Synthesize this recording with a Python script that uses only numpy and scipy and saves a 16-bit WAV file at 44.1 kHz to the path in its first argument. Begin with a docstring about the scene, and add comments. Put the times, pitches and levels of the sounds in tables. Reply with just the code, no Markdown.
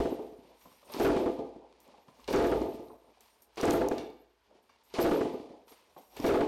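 """Kicking over a small engine in a garage

The tail of one kick and five more are heard; the engine never fires. Air puffs ring the exhaust pipe, and grow
slower and weaker as the crank runs down. Filtered noise makes the gear rattle, frame creaks and singing spring;
short noise bursts through damped resonances make clicks, knocks and clanks. A wavering low hum, faint air and the
echo of the garage lie behind. The microphone is close, and the loudest moments overload its input."""
import sys
import numpy as np
from scipy import signal
from scipy.fft import rfft, irfft
from scipy.io import wavfile
from scipy.ndimage import uniform_filter1d

SR = 44100
rng = np.random.default_rng(int(sys.argv[2]) if len(sys.argv) > 2 else 0)


def digitize_waveform(pressure):
    """Quantize a signal to 16-bit integers and store it at the path in sys.argv[1].

    Rows of a 2-D input are taken as channels; values are limited to [-1, 1].
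    """
    field = np.atleast_2d(pressure).T
    bounded = np.clip(field, -1, 1)
    quanta = np.round(bounded * 32767).astype(np.int16)
    wavfile.write(sys.argv[1], SR, quanta)


def undo_db(level):
    """Turn decibels back into plain size, where 20 dB means ten times bigger."""
    steps = np.asarray(level, float) / 20
    return 10 ** steps


N = 285327
T = np.arange(N) / SR  # time in seconds

# kicks of the lever: engage_s, crank_catches_s, creak_db at the catch, rattle_db, rattle_t60_s (time to fall 60 dB)
KICK_TIMES = [(-.3, -.2, -40, -45.5, 1.29), (0.939, 0.995, -40, -45.5, 1.09),
              (2.279, 2.343, -32, -44, 1.13), (3.572, 3.633, -33.5, -43, 0.52),
              (4.94, 5.003, -34, -43, 1.23), (6.166, 6.237, -39, -49, 0.96)]


def level(x, db):
    """Scale to an rms level."""
    return x * undo_db(db) / np.sqrt(np.mean(x ** 2))


def peak(x, db):
    """Scale to a peak level."""
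    return x * undo_db(db) / np.abs(x).max()


def colour(x, points):
    """Shape the spectrum by (Hz, dB) points."""
    hz, db = np.transpose(points)
    f = np.fft.rfftfreq(len(x), 1 / SR) + 1  # + 1 avoids the log of zero
    gain = undo_db(np.interp(np.log(f), np.log(hz), db))
    return irfft(rfft(x) * gain, len(x))


def ring(x, hz, t60):
    """One resonance that dies by 60 dB in t60 seconds; a unit impulse rings with a peak near 1."""
    pole = np.exp(2j * np.pi * min(hz, .45 * SR) / SR - np.log(1000) / (t60 * SR))
    return signal.lfilter([1], [1, -pole], x).imag


def walk(rate):
    """A random wander: levels drawn every 1 / rate seconds, joined by slopes."""
    hold = int(SR / rate)
    steps = np.repeat(rng.standard_normal(N // hold + 1), hold)
    return 0.52 * uniform_filter1d(steps, hold)[:N]


def add(out, s, sound):
    """Mix a short sound in at a time in seconds."""
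    i = int(s * SR)
    out[i:i + len(sound)] += sound[:N - i]


def grit(spread_db):
    """Noise of unequal grains, rms 1."""
    return level(rng.standard_normal(N) * undo_db(spread_db * rng.exponential(size=N)), 0)


def bump(s, db, swell_s, fade_s, hold_s=0):
    """A gain that swells by 60 dB in swell_s, holds and fades by 60 dB in fade_s."""
    before = (s - T) / max(swell_s, .002)
    after = np.maximum(T - s - hold_s, 0) / max(fade_s, .002)
    return undo_db(db - 60 * np.maximum(before, after))


def loudest(gains):
    """At each moment the strongest of several gains."""
    return np.max(list(gains), axis=0)


def exhaust():
    """A port opening pushes air and leaves a swirl, both ring the pipe; the case thumps and hiss leaks out directly."""
    # port openings, strong on the exhaust stroke: start_s, push_db, swirl_db (relative strengths)
    puffs = [(0.002, -10, -19.5), (0.052, -13, -20), (0.12, -18, -44), (0.19, -27, -27.5),
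             (0.324, -60, -43), (0.388, -42, -47.5), (0.450, -53, -69), (0.999, -7, -10.5),
             (1.046, -6, -6.5), (1.098, -9.5, -14), (1.163, -9.5, -15.5), (1.196, -39, -17),
             (1.260, -14, -14), (1.293, -18.5, -38), (1.390, -20.5, -24.5), (1.441, -56, -33.5),
             (1.561, -35, -42), (2.337, -8, -9.5), (2.384, -8.5, -10), (2.440, -9.5, -11.5),
             (2.515, -11, -12), (2.611, -13, -17), (2.654, -31, -22.5), (2.746, -28, -68),
             (2.794, -30.5, -32.5), (2.883, -52, -45), (2.928, -59, -48), (3.631, -6, -11.5),
             (3.678, -6.5, -11.5), (3.735, -9, -11), (3.809, -11.5, -12.5), (3.911, -11, -21),
             (3.996, -30, -28), (4.098, -50, -46), (4.986, -7, -14), (5.040, -27, -10), (5.112, -8, -11.5),
             (5.209, -10, -35), (5.252, -17, -25), (5.339, -22.5, -30), (5.400, -31, -35),
             (5.504, -36.5, -63), (6.242, -7, -11.5), (6.288, -8.5, -10), (6.340, -9, -10),
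             (6.408, -10, -15)]
    # exhaust pipe resonances: pitch_hz, level_db (relative), t60_s
    pipe_modes = [(57.5, -20, 0.092), (173.3, -17.5, 0.17), (238.9, -31, 0.06), (300.6, -2, 0.073),
                  (355, 1, 0.1), (404.8, 1.5, 0.065), (432.8, -2, 0.13), (498.7, 1.5, 0.056),
                  (566, -3.5, 0.046), (670, -0.5, 0.058), (795, -12, 0.11), (854.4, -4.5, 0.038),
                  (1133, -9, 0.011), (1189, -18.5, 0.1)]
    thump_hz, thump_t60_s = 231.3, 0.016
    thump_db, thump_per_db = -17.5, 0.67  # thump of a 0 dB puff; dB gained per dB of puff
    hiss_db, hiss_per_db = -14.5, 2  # the leak dies faster than the puff
    port_open = 0.852  # share of the time to the next opening
    t = T[:SR // 3]
    drive, hiss, thumps = np.zeros(N), np.zeros(N), np.zeros(N)
    push = np.exp(-t / 0.00018) / (0.00021 * SR)
    # case and air box resonate in series, so the thump swells before it dies
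    thump = ring(push, thump_hz, thump_t60_s)
    thump = peak(ring(thump, thump_hz, thump_t60_s), 0)
    gaps = np.diff([row[0] for row in puffs], append=N / SR + 1)
    for (s, push_db, swirl_db), gap in zip(puffs, gaps):
        swirl, leak = rng.standard_normal((2, len(t)))
        # the piston shuts the port shortly before the next opening
        swirl = swirl * np.clip((gap * port_open - t) / 0.0046, 0, 1)
        swirl = swirl * np.exp(-t / 0.063) / np.sqrt(0.027 * SR / 2)
        puff_db = max(push_db, swirl_db)
        add(drive, s, undo_db(push_db) * push + undo_db(swirl_db) * swirl)
        add(thumps, s, undo_db(thump_db + thump_per_db * puff_db) * thump)
        add(hiss, s, undo_db(hiss_db + hiss_per_db * puff_db) * leak * np.exp(-t / 0.058))
    pipe = np.zeros(N)
    for k, (hz, db, t60) in enumerate(pipe_modes):
        pipe += (-1) ** k * undo_db(db - 12) * ring(drive, hz, t60)  # alternate modes are flipped
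    return pipe + thumps + colour(hiss, [(300, 10.5), (1000, -4.5), (3000, -6), (8000, -19.5), (15000, -32)])


def gear_rattle():
    """Gears rattle finely after each kick and die away; lever and chain jingle with the same flickering noise."""
    # tone of the rattle: pitch_hz, density_db (relative, per Hz)
    rattle_tone = [(530, -35.5), (900, 5.5), (1550, -9.5), (2330, -3.5), (4860, -8), (7960, -20),
                   (8980, -18.5), (10200, -23), (12600, -29), (16000, -60)]
    # lever and chain jingling apart from the spinning gears: peak_s, level_db, swell_s, fade_s (times for 60 dB)
    jingles = [(.48, -68, 0.67, 2.1), (0.611, -63.5, .01, 4.5), (0.935, -48, .25, 0.051),
               (1.68, -80, 2, 2.7), (1.92, -63.5, 1.26, 1.2), (2.082, -60, .01, 0.17),
               (2.24, -60, 0.86, 0.37), (2.749, -65, 0.19, 0.4), (3.15, -68, 0.57, 0.84),
               (3.208, -64.5, .01, 1.6), (3.571, -63, 0.54, 0.085), (3.978, -49.5, 0.0084, 0.29),
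               (4.59, -69, 2.1, 0.39), (4.79, -69, 2, 1.1), (4.936, -59, 0.37, 0.1), (5.68, -61, .01, .6),
               (5.722, -63.5, .05, 1.6), (5.978, -62.5, 0.16, 0.58), (6.166, -56, 0.25, .1)]
    spin_s = 0.099  # the gears rattle at full level this long
    rattle = level(colour(grit(2.2), rattle_tone), -2.45) * undo_db(2.65 * walk(90))
    gears = sum(bump(s + 0.00384, db, 0.023, t60, spin_s) for s, _, _, db, t60 in KICK_TIMES)
    return rattle * (gears + loudest(bump(*row) for row in jingles))


def clicks():
    """Metal clicks: a noise burst rings a broad damped resonance, with a shorter treble tick on top."""
    # lever, pawl and gears: start_s, peak_db, pitch_hz, tick_peak_db (levels at the source)
    metal_clicks = [(0.0397, -47, 4650, -52), (0.0954, -48, 6980, -50), (0.6288, -57, 6980, -53),
                    (0.8567, -70, 5560, -55), (0.8981, -51, 3490, -71), (0.9201, -52, 6030, -44),
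                    (0.9379, -31, 4610, -56), (0.9977, -36, 5040, -43), (1.0226, -36, 2580, -35),
                    (1.1658, -38, 2670, -46), (1.3926, -52, 3490, -68), (1.8027, -55, 5940, -51),
                    (1.8783, -61, 5730, -54), (2.2024, -55, 5680, -72), (2.2431, -47, 3700, -58),
                    (2.2776, -35, 4570, -46), (2.3283, -33, 4390, -32), (2.3594, -29, 5990, -35),
                    (2.4411, -34, 3140, -55), (2.4708, -38, 5940, -39), (2.5157, -39, 3790, -46),
                    (2.6172, -43, 3790, -53), (2.7556, -54, 3140, -55), (2.8841, -57, 4180, -71),
                    (3.2072, -48, 6460, -50), (3.4213, -56, 5600, -49), (3.5587, -51, 5770, -63),
                    (3.5727, -39, 4390, -47), (3.6122, -29, 5250, -34), (3.6549, -28, 6890, -35),
                    (3.7079, -19, 5600, -25), (3.8156, -38, 2890, -49), (3.8863, -29, 5600, -28),
                    (3.9232, -41, 3620, -50), (3.9818, -35, 4440, -57), (4.102, -57, 4390, -58),
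                    (4.9394, -38, 4650, -53), (4.9905, -39, 6070, -42), (5.0145, -33, 5600, -28),
                    (5.0276, -31, 4180, -37), (5.6815, -59, 5040, -50), (5.7214, -46, 4180, -54),
                    (6.1675, -42, 6980, -46), (6.1861, -56, 6850, -43), (6.201, -38, 4870, -51),
                    (6.2647, -34, 4480, -35), (6.2804, -37, 2800, -41), (6.4078, -32, 2670, -51)]
    faint_count, faint_db = 24, -73.5  # small ticks scattered by chance, starting from this level
    chance = rng.random((faint_count, 4))
    faint = [(a * N / SR, faint_db + 8 * b, 3000 + 3000 * c, faint_db - 8 * d) for a, b, c, d in chance]
    out, t = np.zeros(N), T[:SR // 8]
    treble = signal.butter(2, 6500, "highpass", fs=SR, output="sos")
    for s, db, hz, tick_db in metal_clicks + faint:
        noise = rng.standard_normal(len(t))
        body = ring(noise * np.exp(-t / .0013), hz, .0009)
        body = np.diff(ring(body, hz, .0009), prepend=0)  # the difference thins the bass
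        tick = signal.sosfilt(treble, noise * np.exp(-t / .0006))
        add(out, s, peak(body, db))
        add(out, s, peak(tick, tick_db))
    return out


def knocks():
    """Dull knocks of boot and lever: a softened blow rings a low resonance and a clink."""
    # start_s, peak_db, pitch_hz, clink_peak_db (levels at the source)
    dull_knocks = [(0.655, -48.5, 205, -48.5), (0.717, -55, 205, -56), (0.828, -56, 584, -56),
                   (0.898, -44.5, 586, -49), (0.945, -33.5, 414, -36.5), (0.963, -29, 310, -57),
                   (1.885, -51.5, 268, -57), (1.94, -51, 810, -58), (1.979, -53, 870, -65),
                   (2.083, -48, 226, -49.5), (2.195, -55, 235, -53.5), (2.285, -26, 418, -42),
                   (2.308, -20.5, 460, -41), (2.9, -50, 363, -46), (3.043, -55.5, 506, -68),
                   (3.084, -59, 480, -71), (3.172, -55.5, 770, -75), (3.576, -34.5, 423, -49),
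                   (3.598, -27, 413, -36), (4.508, -56, 576, -74), (4.552, -55, 355, -71),
                   (4.695, -79.5, 820, -53), (4.939, -32.5, 393, -57), (5.672, -54, 455, -62),
                   (5.719, -63, 750, -57.5), (5.964, -46, 760, -52), (6.127, -55, 815, -68),
                   (6.169, -40, 455, -47.5), (6.198, -27.5, 247, -50)]
    clink_hz, clink_t60_s = 1070, 0.016
    out, t = np.zeros(N), T[:SR // 8]
    for s, db, hz, clink_db in dull_knocks:
        noise = rng.standard_normal(len(t))
        blow = uniform_filter1d(noise, size=12) * np.exp(-t / 0.008)  # rubber and leather soften the contact
        clink = ring(blow, clink_hz, clink_t60_s)
        add(out, s, peak(ring(blow, hz, 0.026), db) + peak(clink, clink_db))
    return out


def clanks():
    """The lever engages or hits its stop: a short chatter of noise rings its metal resonances."""
    # strikes: start_s, strength_db (before the ringing)
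    strike_times = [(0.936, -53), (2.278, -36.5), (2.328, -29.5), (2.882, -85), (3.573, -39.5),
                    (3.980, -39.5), (4.692, -57), (4.937, -61), (5.723, -58.5), (6.166, -46),
                    (6.264, -31.5)]
    # lever resonances: pitch_hz, level_db (relative), t60_s
    lever_modes = [(1750, -2, .012), (2290, -2, .024), (2800, -1, .012), (3600, -1, .012), (4250, -4, .013),
                   (4640, -5, .018), (5600, -4, .01)]
    strikes, t = np.zeros(N), T[:SR // 8]
    for s, db in strike_times:
        # the lever chatters against the stop for a moment
        chatter = rng.standard_normal(len(t)) * np.exp(-t / .04)
        add(strikes, s, undo_db(db) * chatter / np.sqrt(.02 * SR))
    return sum(undo_db(db) * ring(strikes, hz, t60) for hz, db, t60 in lever_modes)


def spring_song():
    """Stick-slip rubbing: each resonance is a wavering narrow band that breaks into chirps, over a little hiss."""
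    # return spring resonances: multiple of the strongest pitch, level_db (relative), half_width_hz
    resonances = [(.45, -10, 110), (.718, -3, 180), (1, 1, 150), (1.145, -13, 220)]
    # the pitch sags under load: time_s, pitch_hz of the strongest resonance
    stretch = [(0.05, 12450), (0.5, 12680), (0.65, 12420), (1.4, 12660), (2.05, 12650), (2.18, 12420),
               (2.85, 12660), (3.25, 12480), (4.1, 12620), (4.65, 12560), (4.85, 12410), (5.3, 12690),
               (5.95, 12520), (6.4, 12600)]
    # the spring is plucked or rubbed: peak_s, gain_db, swell_s, fade_s (times for 60 dB)
    twangs = [(0, -62, 0.023, 0.42), (.1, -70.5, .01, 1.3), (.612, -69, 0.25, 1.7),
              (0.856, -65, 0.057, 0.19), (.92, -58, .01, 0.72), (1.038, -51, 0.39, 0.28),
              (1.3, -71, 2.5, 0.49), (1.803, -70, .005, 0.29), (2.2, -74, 0.73, 1.1),
              (2.305, -58, 0.032, 1.7), (2.749, -66.5, 0.14, .26), (3.208, -70, .005, 1.1),
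              (3.42, -66, 0.0078, 0.23), (3.609, -57.5, 0.084, 1.3), (3.731, -53.5, 0.37, 0.42),
              (4.63, -83, 0.064, .6), (4.836, -71.5, .01, 0.51), (5.013, -51, 0.094, .7),
              (5.7, -64, .1, 0.38), (5.979, -69, .05, 1.1), (6.166, -69, 1.4, 1.1),
              (6.274, -54, 0.39, 0.41)]
    pitch_hz = np.interp(T, *np.transpose(stretch)) * (1 + .005 * walk(20))
    turns = np.cumsum(pitch_hz) / SR
    song = level(colour(grit(2.3), [(3000, -11), (7000, -4.5), (15000, -12)]), -1.5)
    for multiple, db, width_hz in resonances:
        narrow = signal.butter(2, width_hz, fs=SR, output="sos")
        slips = signal.sosfilt(narrow, grit(1.6) + 1j * grit(1.0))
        # turning the slow noise moves it up to the resonance
        band = level((slips * np.exp(2j * np.pi * multiple * turns)).real, db)
        song = song + band * undo_db(9 * walk(25) - 2.5)
    return song * loudest(bump(*row) for row in twangs)


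def frame_creak():
    """Low flickering noise of the frame, growing under the boot until the crank catches, and between kicks."""
    # tone of the creak: pitch_hz, density_db (relative, per Hz)
    creak_tone = [(18, -69), (30, -34), (59, -22.5), (157, -14.5), (202, 0.5), (321, 0.5), (428, 5.5),
                  (926, 1), (1470, -28), (3000, -29), (3900, -28.5), (6600, -120)]
    # boot and frame creaking between kicks: peak_s, level_db, swell_s, fade_s (times for 60 dB)
    creaks = [(.45, -62, 0.36, 1.5), (.665, -57.5, 0.08, 0.43), (.935, -50.5, 0.4, 0.054),
              (1.65, -60, 0.9, 0.9), (1.952, -61, 1.4, 1.2), (2.082, -62, .02, 1.9),
              (2.95, -56, 0.49, 0.31), (3.126, -59, 0.63, 0.085), (3.2, -68.5, 0.47, 3.8),
              (4.51, -59.5, 0.2, 0.66), (4.705, -67.5, 0.044, 0.81), (4.93, -69, 1, .1),
              (5.55, -54, 0.66, 0.6), (5.72, -54.5, 0.07, 0.24), (5.8, -70, .3, 4),
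              (5.965, -49.5, 0.0085, 0.36), (6.162, -60.5, .4, .05)]
    load_db_per_s = 153  # growth of the creak under the boot
    creak = level(colour(rng.standard_normal(N), creak_tone), -1.5) * undo_db(5.5 * walk(30))
    loaded = np.zeros(N)
    for s, catch, db, _, _ in KICK_TIMES:
        under_boot = (T >= s) * (T <= catch)
        loaded += under_boot * undo_db(db + load_db_per_s * np.minimum(T - catch, 0))
    return creak * (loaded + loudest(bump(*row) for row in creaks))


def hum():
    """A wavering low tone swells under each spin, then rings on faintly."""
    # swells: start_s, hold_s, level_db, after_ring_db
    swells = [(-.1, 0.084, -26.5, -61.5), (1.08, 0.04, -39, -59.5), (2.353, 0.27, -43, -66),
              (3.667, .19, -49.5, -66.5), (5.038, 0.1, -52, -70), (6.27, .07, -45, -75)]
    hum_hz, swell_s, fade_s, ring_s = 55.3, 0.27, 0.16, 1.6  # times for 60 dB
    gain = undo_db(-100)
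    for s, hold, db, ring_db in swells:
        gain = gain + bump(s, db, swell_s, fade_s, hold)
        gain = gain + bump(s + hold + 0.11, ring_db, .3, ring_s)
    turns = np.cumsum(hum_hz + 2.2 * walk(3.01)) / SR
    return np.sqrt(2) * gain * np.sin(2 * np.pi * turns)


def garage(x):
    """Hard walls: a dense noise tail whose bands die at their own pace, fastest in the treble."""
    # echo bands: centre_hz, t60_s
    echo_bands = [(125, 0.47), (350, 0.53), (1000, 0.61), (3000, 0.63), (9000, 0.12)]
    t = T[:SR]
    tail = np.zeros(len(t))
    for hz, t60 in echo_bands:
        edges_hz = [hz / 1.686, min(hz * 1.524, .45 * SR)]
        band = signal.butter(2, edges_hz, "bandpass", fs=SR, output="sos")
        tail += signal.sosfilt(band, rng.standard_normal(len(t))) * undo_db(-60 * t / t60)
    tail *= np.clip((t - .004) / 0.02, 0, 1)  # echoes start after 4 ms and build up over 20 ms
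    return signal.fftconvolve(x, tail / np.sqrt(np.sum(tail ** 2)))[:N]


def still_air():
    """Faint steady noise, shaped over the whole range of pitch."""
    # tone of the air: pitch_hz, density_db (relative)
    air_tone = [(18, -28), (30, -27), (69, 12), (195, -5.5), (355, -30), (1480, 2), (10400, -48),
                (12500, -25), (15000, -52)]
    return level(colour(rng.standard_normal(N), air_tone), -81.5)


def scene():
    """Engine and lever near the microphone, the garage behind, a wavering low hum and still air."""
    # small sources are weak in the bass: pitch_hz, gain_db
    radiation = [(30, -20), (60, -5), (100, -4), (150, -3.5), (190, -6), (250, 0.5), (15000, 0)]
    near = colour(exhaust() + clicks() + knocks() + clanks(), radiation)
    echo = undo_db(-12.5) * garage(near)
    mechanism = gear_rattle() + spring_song() + frame_creak()
    return (near + echo + mechanism + hum() + still_air())[None]


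def top_cut(x):
    """Nothing passes above the cut-off."""
    return signal.sosfilt(signal.butter(12, 16460, fs=SR, output="sos"), x)


def record(dry):
    """The microphone input clips with a hard shoulder and the top is cut."""
    overload, top_hz = 0.072, 15800  # overload: the largest sample value the input passes
    clipped = dry / (1 + np.abs(dry / overload) ** 14.) ** (1 / 14.)
    low_pass = signal.ellip(8, .2, 60, top_hz, fs=SR, output="sos")
    mix = signal.sosfilt(low_pass, clipped)
    return top_cut(mix)


dry = scene()
out = record(dry)
digitize_waveform(out)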